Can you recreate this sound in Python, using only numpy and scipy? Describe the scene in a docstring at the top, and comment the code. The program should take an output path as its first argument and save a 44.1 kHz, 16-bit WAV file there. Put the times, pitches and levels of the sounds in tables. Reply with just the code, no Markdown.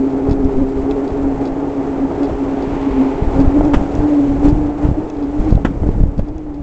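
"""Bicycle with knobbly tyres on a suburban street

The microphone sits above the front wheel. Tread knobs hum as they slap the road, rising with each push on
the pedals. Random clicks, filtered, make the asphalt's roar and hiss; filtered noise in gusts and sharp
pressure swings make the wind. Filtered noise swells and fades as a car passes. Short decaying tones make a
loose part's rattle, once per wheel turn, and ticking cables; ringing modes and noise make the frame's knocks."""
import sys
import numpy as np
from scipy import signal
from scipy.fft import rfft, irfft
from scipy.io import wavfile

SR = 44100
rng = np.random.default_rng(int(sys.argv[2]) if len(sys.argv) > 2 else 0)


def to_wav(s):
    """Save 16-bit WAV."""
    ch = np.atleast_2d(s).T  # columns
    pcm = np.round(np.clip(ch, -1, 1) * 32767)  # PCM
    wavfile.write(sys.argv[1], SR, pcm.astype(np.int16))


N = 291942
T = np.arange(N) / SR  # time of every sample, s

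# once a turn the wheel's high spot scuffs the road and a loose part rattles:
# start_s [s], scuff_db [dB change of road noise], rattle_db [dB]
WHEEL_TURNS = [(0.311, 1.5, -26.5), (0.689, -0.5, -49), (1.078, 0.5, -30.5), (1.455, 1.5, -28),
               (1.83, 1, -44), (2.233, 2, -28), (2.624, .5, -31), (3.041, 1, -42), (3.402, 3.5, -29),
               (3.75, -2, -38), (4.111, 2.5, -49.5), (4.486, 7.5, -28.5), (4.87, 4.5, -48), (5.226, 0, -35),
               (5.507, 5, -31), (5.88, -0.5, -42), (6.18, 1, -36), (6.542, 0, -43)]


def undb(db):
    """Turn decibels into a gain."""
    return 10 ** (np.asarray(db) / 20)


def curve(table, axis=1):
    """Join one column of a table by straight lines in time."""
    rows = np.array(table)
    return np.interp(T, rows[:, 0], rows[:, axis])


def unit(x):
    """Scale to an rms (average strength) of 1."""
    return x / np.sqrt(np.mean(x ** 2))


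def colour(x, points):
    """Filter through (Hz, dB) points without sounding early; the overall power gain is 1."""
    hz, db = np.transpose(points)
    log_hz = np.log(np.fft.rfftfreq(N, 1 / SR) + 1)
    gain = undb(np.interp(log_hz, np.log(hz), db))
    # folding the cepstrum forward in time gives a filter that only looks back
    cepstrum = irfft(np.log(unit(gain)), N)
    cepstrum[1:N // 2] *= 2
    cepstrum[N // 2 + 1:] = 0
    response = np.exp(rfft(cepstrum))
    return irfft(rfft(x) * response, N)


def walk(rate_hz):
    """Wander smoothly at random, with rms 1 and movement up to about rate_hz."""
    hz = np.fft.rfftfreq(N, 1 / SR)
    smoothing = np.exp(-.5 * (hz / rate_hz) ** 2)
    return unit(irfft(rfft(rng.standard_normal(N)) * smoothing, N))


def decay(age, t60):
    """Die away exponentially, by 60 dB in t60 seconds."""
    return np.exp(-np.log(1000) * age / t60)


def fade(start, t60):
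    """Start suddenly and die away exponentially."""
    age = T - start
    return (age >= 0) * np.exp(-np.log(1000) * np.clip(age / t60, 0, 2))


def bell(centre, half_s):
    """A smooth swell of height 1, down to about a third half_s away from its centre."""
    return np.exp(-np.minimum(((T - centre) / half_s) ** 2, 20))


def grains(per_s, spread_db):
    """Dense random clicks, mostly small and a few large."""
    hit = rng.random(N) < per_s / SR
    size = np.minimum(rng.exponential(size=N), 2 * np.e)
    sign = rng.choice([-1, 1], N)
    return unit(hit * sign * undb(spread_db * size))


def tread(hum_db=0.03, crown_db=-1.5, sway=0.19, flutter_db=2.5, uneven=0.18, crown_rough=0.48, slap=0.03):
    """Staggered knobs slap the road in pairs, so the hum sits at twice the knob rate."""
    # knobs meeting the road between pedal pushes: time_s [s], knob_rate_hz [Hz]
    coasting = [(0, 134.4), (.55, 134.2), (1.9, 136.8), (2.5, 137), (3.05, 132.6), (3.38, 134.5),
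                (3.9, 140.4), (4.3, 139.5), (4.78, 146.2), (5.27, 141.1), (5.7, 138.7), (6.15, 143.2),
                (6.62, 144)]
    # pushes on the pedals: centre_s [s], rise_hz [Hz added to the knob rate]
    pushes = [(.31, 3.334), (.93, 3.866), (1.2, 3.12), (1.68, 3.929), (2.25, 2.54), (2.77, 4.95),
              (3.23, 6.03), (3.628, 11), (4.071, 9.5), (4.559, 6.76), (5.03, 12), (5.459, 16), (5.909, 10),
              (6.38, 12)]
    # how hard the tread sings: time_s [s], level_db [dB, before bounces and overall trim]
    hum_level = [(0, -14.5), (.6, -21), (.8, -21), (1.28, -19), (1.6, -22), (2.0, -19.5), (2.2, -25),
                 (2.52, -18.5), (2.72, -21), (3.0, -18), (3.23, -27), (3.58, -10.5), (3.9, -23),
                 (4.12, -11), (4.4, -16.5), (4.8, -21.5), (5.08, -26), (5.37, -18.5), (5.7, -27.5),
                 (6.2, -30.5), (6.62, -25)]
    # third harmonic, strong while the tyre runs upright on its crown: time_s [s], level_db [dB, before trim]
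    crown_level = [(0, -23.5), (.9, -21.5), (1.3, -25.5), (1.55, -34.5), (1.8, -27.5), (2.4, -27.5),
                   (2.7, -29.5), (3.05, -24.5), (3.4, -32.5), (6.62, -42.5)]
    # weaker tread harmonics: multiple [times the knob rate], level_db [dB against the hum]
    weak_harmonics = [(1, -25), (4, -20.5), (5, -35), (6, -37.5)]
    # wheel bounces press the tread into the road:
    # centre_s [s], swell_db [dB], cycle_s [s from light to pressed to light again]
    bounces = [(.26, -1.5, 0.36), (.445, 8, 0.13), (0.621, 8.5, 0.2), (1.04, 4.5, 0.11), (1.29, 3, 0.33),
               (1.491, 0.5, .16), (1.8, 4.5, 0.17), (2.04, 7, 0.12), (2.235, 12, .18), (2.43, 6.5, .14),
               (2.88, 9, 0.07), (3.04, 7, 0.38), (3.398, 11.5, 0.22), (3.73, 6.5, 0.1), (4.47, 7, 0.2),
               (4.86, 8, 0.21), (4.985, 11, 0.092), (5.22, 3.5, 0.22), (5.495, 7.5, .12),
               (5.865, 10.5, .17), (6.19, 11, 0.094)]

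    knob_hz = curve(coasting)
    for centre, rise_hz in pushes:
        knob_hz = knob_hz + rise_hz * bell(centre, .105)
    phase = 2 * np.pi * np.cumsum(knob_hz) / SR + sway * walk(18)  # sway in radians

    press_db = np.zeros(N)
    for centre, swell_db, cycle_s in bounces:
        swing = np.cos(2 * np.pi * (T - centre) / cycle_s)
        press_db += swell_db * bell(centre, 0.46 * cycle_s) * swing

    flutter = unit(undb(flutter_db * np.tanh(walk(20))))  # small bumps make the hum flutter
    # no two knobs land alike
    strength = 1 + uneven * walk(19) + slap * walk(70)
    hum = strength * np.sin(2 * phase + slap * walk(70))
    for multiple, db in weak_harmonics:
        hum = hum + undb(db) * (1 + .5 * walk(18)) * np.sin(multiple * phase + walk(6))
    crown = unit((1 + crown_rough * walk(17)) * np.sin(3 * phase + crown_rough * walk(6.3)))
    hum = flutter * unit(hum) * undb(curve(hum_level) + press_db + hum_db)
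    return hum + crown * undb(curve(crown_level) + crown_db)


def asphalt(roar_db=2.5, hiss_db=13, scuff_s=0.035, scuff_lead_s=0.02):
    """Stones drum on the tyre casing and fine grit crackles as the rubber lifts."""
    # road noise: time_s [s], roar_db [dB, before trim], hiss_db [dB, before trim]
    road_level = [(0, -27, -59), (.6, -27.5, -59.5), (1.0, -26.5, -57.5), (1.5, -26, -59.5),
                  (2.3, -25.5, -57.5), (3.15, -26, -57), (3.6, -23, -55), (4.0, -24.5, -55),
                  (4.25, -26.5, -55.5), (4.7, -27.5, -59.5), (5.25, -30, -62), (5.43, -28, -57.5),
                  (5.65, -33.5, -64.5), (5.9, -29.5, -62.5), (6.1, -36.5, -68), (6.62, -37.5, -68.5)]
    # tyre casing and mount ringing to the road: pitch_hz [Hz], level_db [relative dB]
    roar_colour = [(60, -3.5), (140, -3), (220, -4.5), (320, 5), (420, 1.5), (570, -5), (690, -4),
                   (800, -4.5), (880, -5.5), (980, -13), (1300, -18), (2000, -27.5), (4000, -53.5)]
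    # colour of the grit: pitch_hz [Hz], level_db [relative dB]
    hiss_colour = [(500, 8), (1100, 19.5), (1550, 9), (2100, 12.5), (2600, 9.5), (3700, 3.5), (5500, 0),
                   (7400, 0), (9000, -11)]

    stones, grit = grains(9000, 1.5), grains(12000, 3.0)
    roar_patches_db, grit_patches_db = .8 * walk(15), 1.1 * walk(25)
    # the high spot changes the road noise just before each rattle
    scuff_db = sum(db * bell(start - scuff_lead_s, scuff_s) for start, db, _ in WHEEL_TURNS)
    roar_level_db = curve(road_level) + roar_db + scuff_db + roar_patches_db
    hiss_level_db = curve(road_level, axis=2) + hiss_db + scuff_db + grit_patches_db
    roar = colour(stones, roar_colour) * undb(roar_level_db)
    hiss = colour(grit, hiss_colour) * undb(hiss_level_db)
    return roar + hiss


def wind(rumble_db=-4, eddy_db=-0.5, rebound=0.71, rebound_s=0.0072, churn_db=3.7):
    """Turbulence rumbles in gusts; strong eddies suck at the microphone, then pressure snaps back."""
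    # colour of the rumble: pitch_hz [Hz], level_db [relative dB]
    wind_colour = [(10, -5), (25, 4.5), (55, 2), (100, -7), (185, -8), (300, -15), (500, -24),
                   (1000, -45.5), (3000, -64)]
    # gusts on the microphone: centre_s [s], level_db [dB, before trim], half_s [s, half length]
    gusts = [(0.312, -21, 0.099), (0.448, -22, 0.098), (0.598, -12, 0.058), (0.859, -23.5, 0.091),
             (1.278, -22, 0.14), (2.304, -22, .04), (2.737, -17.5, 0.027), (2.925, -24, 0.038),
             (3.26, -26, .05), (3.407, -8, .06), (3.621, -9, 0.051), (3.772, -7.5, 0.05), (4.001, -7, 0.04),
             (4.345, -19, 0.066), (4.53, -10.5, 0.14), (4.897, -14, 0.083), (5.42, -13.5, 0.038),
             (5.54, -9, .055), (5.7, -13, 0.051), (5.884, -9, 0.088), (6.03, -10.5, 0.064),
             (6.201, -11.5, 0.041), (6.293, -17.5, 0.026)]
    # strongest eddies: centre_s [s], suction_db [dB, before trim], half_s [s, half length]
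    strong_eddies = [(0.289, -6, .0016), (0.314, -3.5, .002), (0.454, -4, 0.0047), (0.572, -7, 0.01),
                     (3.224, -3.5, 0.0018), (3.276, -4.5, 0.0046), (3.41, -8.5, 0.0015),
                     (3.477, -1.5, 0.0032), (3.797, -10.5, .0028), (4.528, -0.5, 0.0021),
                     (4.852, -2, 0.0026), (4.888, -3, 0.0012), (4.919, -8, 0.0038), (5.525, 3, .0013),
                     (5.551, 1.5, 0.0021), (5.569, -3, 0.0036), (5.824, -6.5, .0037), (5.89, -2, 0.001),
                     (6.036, -1.5, 0.0017), (6.19, -2, 0.0039)]

    breeze_db = -29 + 3.5 * T / T[-1]  # air between the gusts, growing along the ride
    air = undb(breeze_db) + sum(undb(db) * bell(centre, half_s) for centre, db, half_s in gusts)
    churn = unit(undb(churn_db * walk(48)))
    rumble = colour(rng.standard_normal(N), wind_colour) * churn

    eddies = np.zeros(N)
    for centre, db, half_s in strong_eddies:
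        age = T - centre
        suction = 1 / (1 + (age / half_s) ** 2)
        # slides from 0 to 1 as the suction gives way to the rebound
        passed = .5 * (1 + np.tanh(3.0 * (age - half_s) / half_s))
        snap_back = rebound * np.exp(-np.minimum(np.abs(age - half_s) / rebound_s, 20))
        eddies += undb(db) * (passed * snap_back - (1 - passed) * suction)
    return undb(rumble_db) * air * rumble + undb(eddy_db) * eddies


def car(nearest_s=2.95, passing_s=0.25, car_db=-31.5):
    """Tyre noise of a passing car swells and fades as one over its distance."""
    # colour of the tyre noise: pitch_hz [Hz], level_db [relative dB]
    car_colour = [(80, -16), (300, 0.5), (900, 13), (1400, -1.5), (2300, -2), (3200, -11), (4500, -18.5),
                  (8000, -31)]
    distance = np.hypot(1, (T - nearest_s) / passing_s)  # 1 at the nearest point
    return colour(rng.standard_normal(N), car_colour) * undb(car_db) / distance


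def clink(start, db, pitch_hz, rattle_s, click_t60=0.0031, bounce_db=-5, count=7):
    """A small metal part clicks, rings faintly and bounces; later bounces are weaker."""
    # faint ring of the metal: pitch_hz [Hz], level_db [dB against the click], t60_s [s to fall 60 dB]
    metal_modes = [(2600, -13, 0.03), (3460, -17, 0.032), (3920, -18.5, 0.037), (4400, -32.5, 0.067),
                   (5060, -25.5, .04), (6540, -22, .03)]
    out, age = np.zeros(N + SR), T[:SR // 20]
    contact = decay(age, click_t60) * np.sin(2 * np.pi * pitch_hz * age)
    for hz, mode_db, t60 in metal_modes:
        contact = contact + undb(mode_db) * decay(age, t60) * np.sin(2 * np.pi * hz * age)
    contact = undb(db) * contact

    for late in np.append(0, rng.random(count)):
        first = int((start + late * rattle_s) * SR)
        strength = 1
        if late:
            # a loose part bounces for longer and more strongly than a tight one
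            strength = undb(bounce_db) * (1 - late / 2) * np.tanh(rattle_s / 0.005)
        out[first:first + len(age)] += strength * contact
    return out[:N]


def ticks():
    """A loose part rattles with each turn of the wheel; cables and chain tick as well."""
    # ticks of cables and chain: start_s [s], level_db [dB of the click tone], pitch_hz [Hz]
    cable_ticks = [(.296, -32, 4800), (.446, -34, 5560), (.911, -26, 3700), (3.651, -30, 5500),
                   (3.952, -26, 5730), (5.1, -29.5, 5600), (5.169, -40, 3600), (5.554, -29.5, 3980),
                   (6.287, -41, 4800), (6.381, -36.5, 6000)]
    rattles = sum(clink(start, db, 4600, rattle_s=.028) for start, _, db in WHEEL_TURNS)
    return rattles + sum(clink(start, db, hz, rattle_s=.0026) for start, db, hz in cable_ticks)


def knocks(body_db=-3, clack_db=-12.0, clack_t60=0.058, octaves=0.38, rise_s=.0015, tail_db=-17, tail_t60=0.26):
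    """Blows ring the frame modes near their own pitch; on hard contact loose parts chatter, then settle."""
    # knocks of the frame and mount: start_s [s], level_db [dB, before trim],
    # pitch_hz [Hz that the blow favours], hard_db [dB of hard-contact clack against the blow, before trim]
    blows = [(2.113, -10, 750, -20), (2.295, -8, 604, -11.5), (3.608, -1, 730, -28.5),
             (3.7343, -5, 800, 1.5), (3.741, 2, 330, -7), (5.576, -10.5, 645, -31), (5.647, -11.5, 1600, 1),
             (5.649, 1.5, 293.4, -16), (5.65, -5.5, 1500, -9), (5.832, -12, 756, -27),
             (5.86, -18, 650, -17), (5.89, -23, 605, -7), (6.193, -12, 570, -10.5)]
    # ringing of the frame: pitch_hz [Hz], level_db [relative dB], t60_s [s to fall 60 dB]
    frame_modes = [(250, 5, 0.029), (358, -3, 0.055), (487, 10, 0.013), (642, 1, 0.023), (850, -1, 0.015),
                   (1020, -17, 0.065), (1305, -18, .09), (1450, -8.5, 0.032), (1550, -11.5, 0.05),
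                   (1744, -15.5, .06), (1980, -10.5, 0.04), (2280, -14, .06), (2800, -12.5, 0.013),
                   (3240, -12.5, 0.029)]
    # colour of the chatter: pitch_hz [Hz], level_db [relative dB]
    clack_colour = [(300, 0.5), (900, 3), (1150, 1), (1600, -1.5), (2100, -9), (2700, -11.5), (3350, -13.5),
                    (4000, -24.5), (7500, -26.5), (9000, -40.5)]

    body, chatter, age = np.zeros(N), np.zeros(N), T[:SR // 10]
    for start, db, pitch_hz, hard_db in blows:
        first = int(start * SR)
        for k, (hz, mode_db, t60) in enumerate(frame_modes):
            favour = 1 / (1 + (np.log2(hz / pitch_hz) / octaves) ** 2)
            ring = decay(age, t60) * np.sin(2 * np.pi * hz * age)
            # neighbouring modes swing opposite ways
            body[first:first + len(age)] += (-1) ** k * undb(db + mode_db) * favour * ring
        rise = np.clip((T - start) / rise_s, 0, 1)
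        settling = fade(start, clack_t60) + undb(tail_db) * fade(start, tail_t60)
        chatter += undb(db + hard_db) * rise * settling
    clack = colour(chatter * rng.standard_normal(N), clack_colour)
    return undb(body_db) * body + undb(clack_db) * clack


def scene():
    """Add everything up at the one microphone."""
    return (tread() + asphalt() + wind() + car() + ticks() + knocks())[None]


def record(dry):
    """Flatten any peaks beyond full scale, then cut the treble steeply above 8100 Hz."""
    low_pass = signal.butter(22, 8100, fs=SR, output="sos")
    return signal.sosfilt(low_pass, np.clip(dry, -1, 1))


dry = scene()
out = record(dry)
to_wav(out)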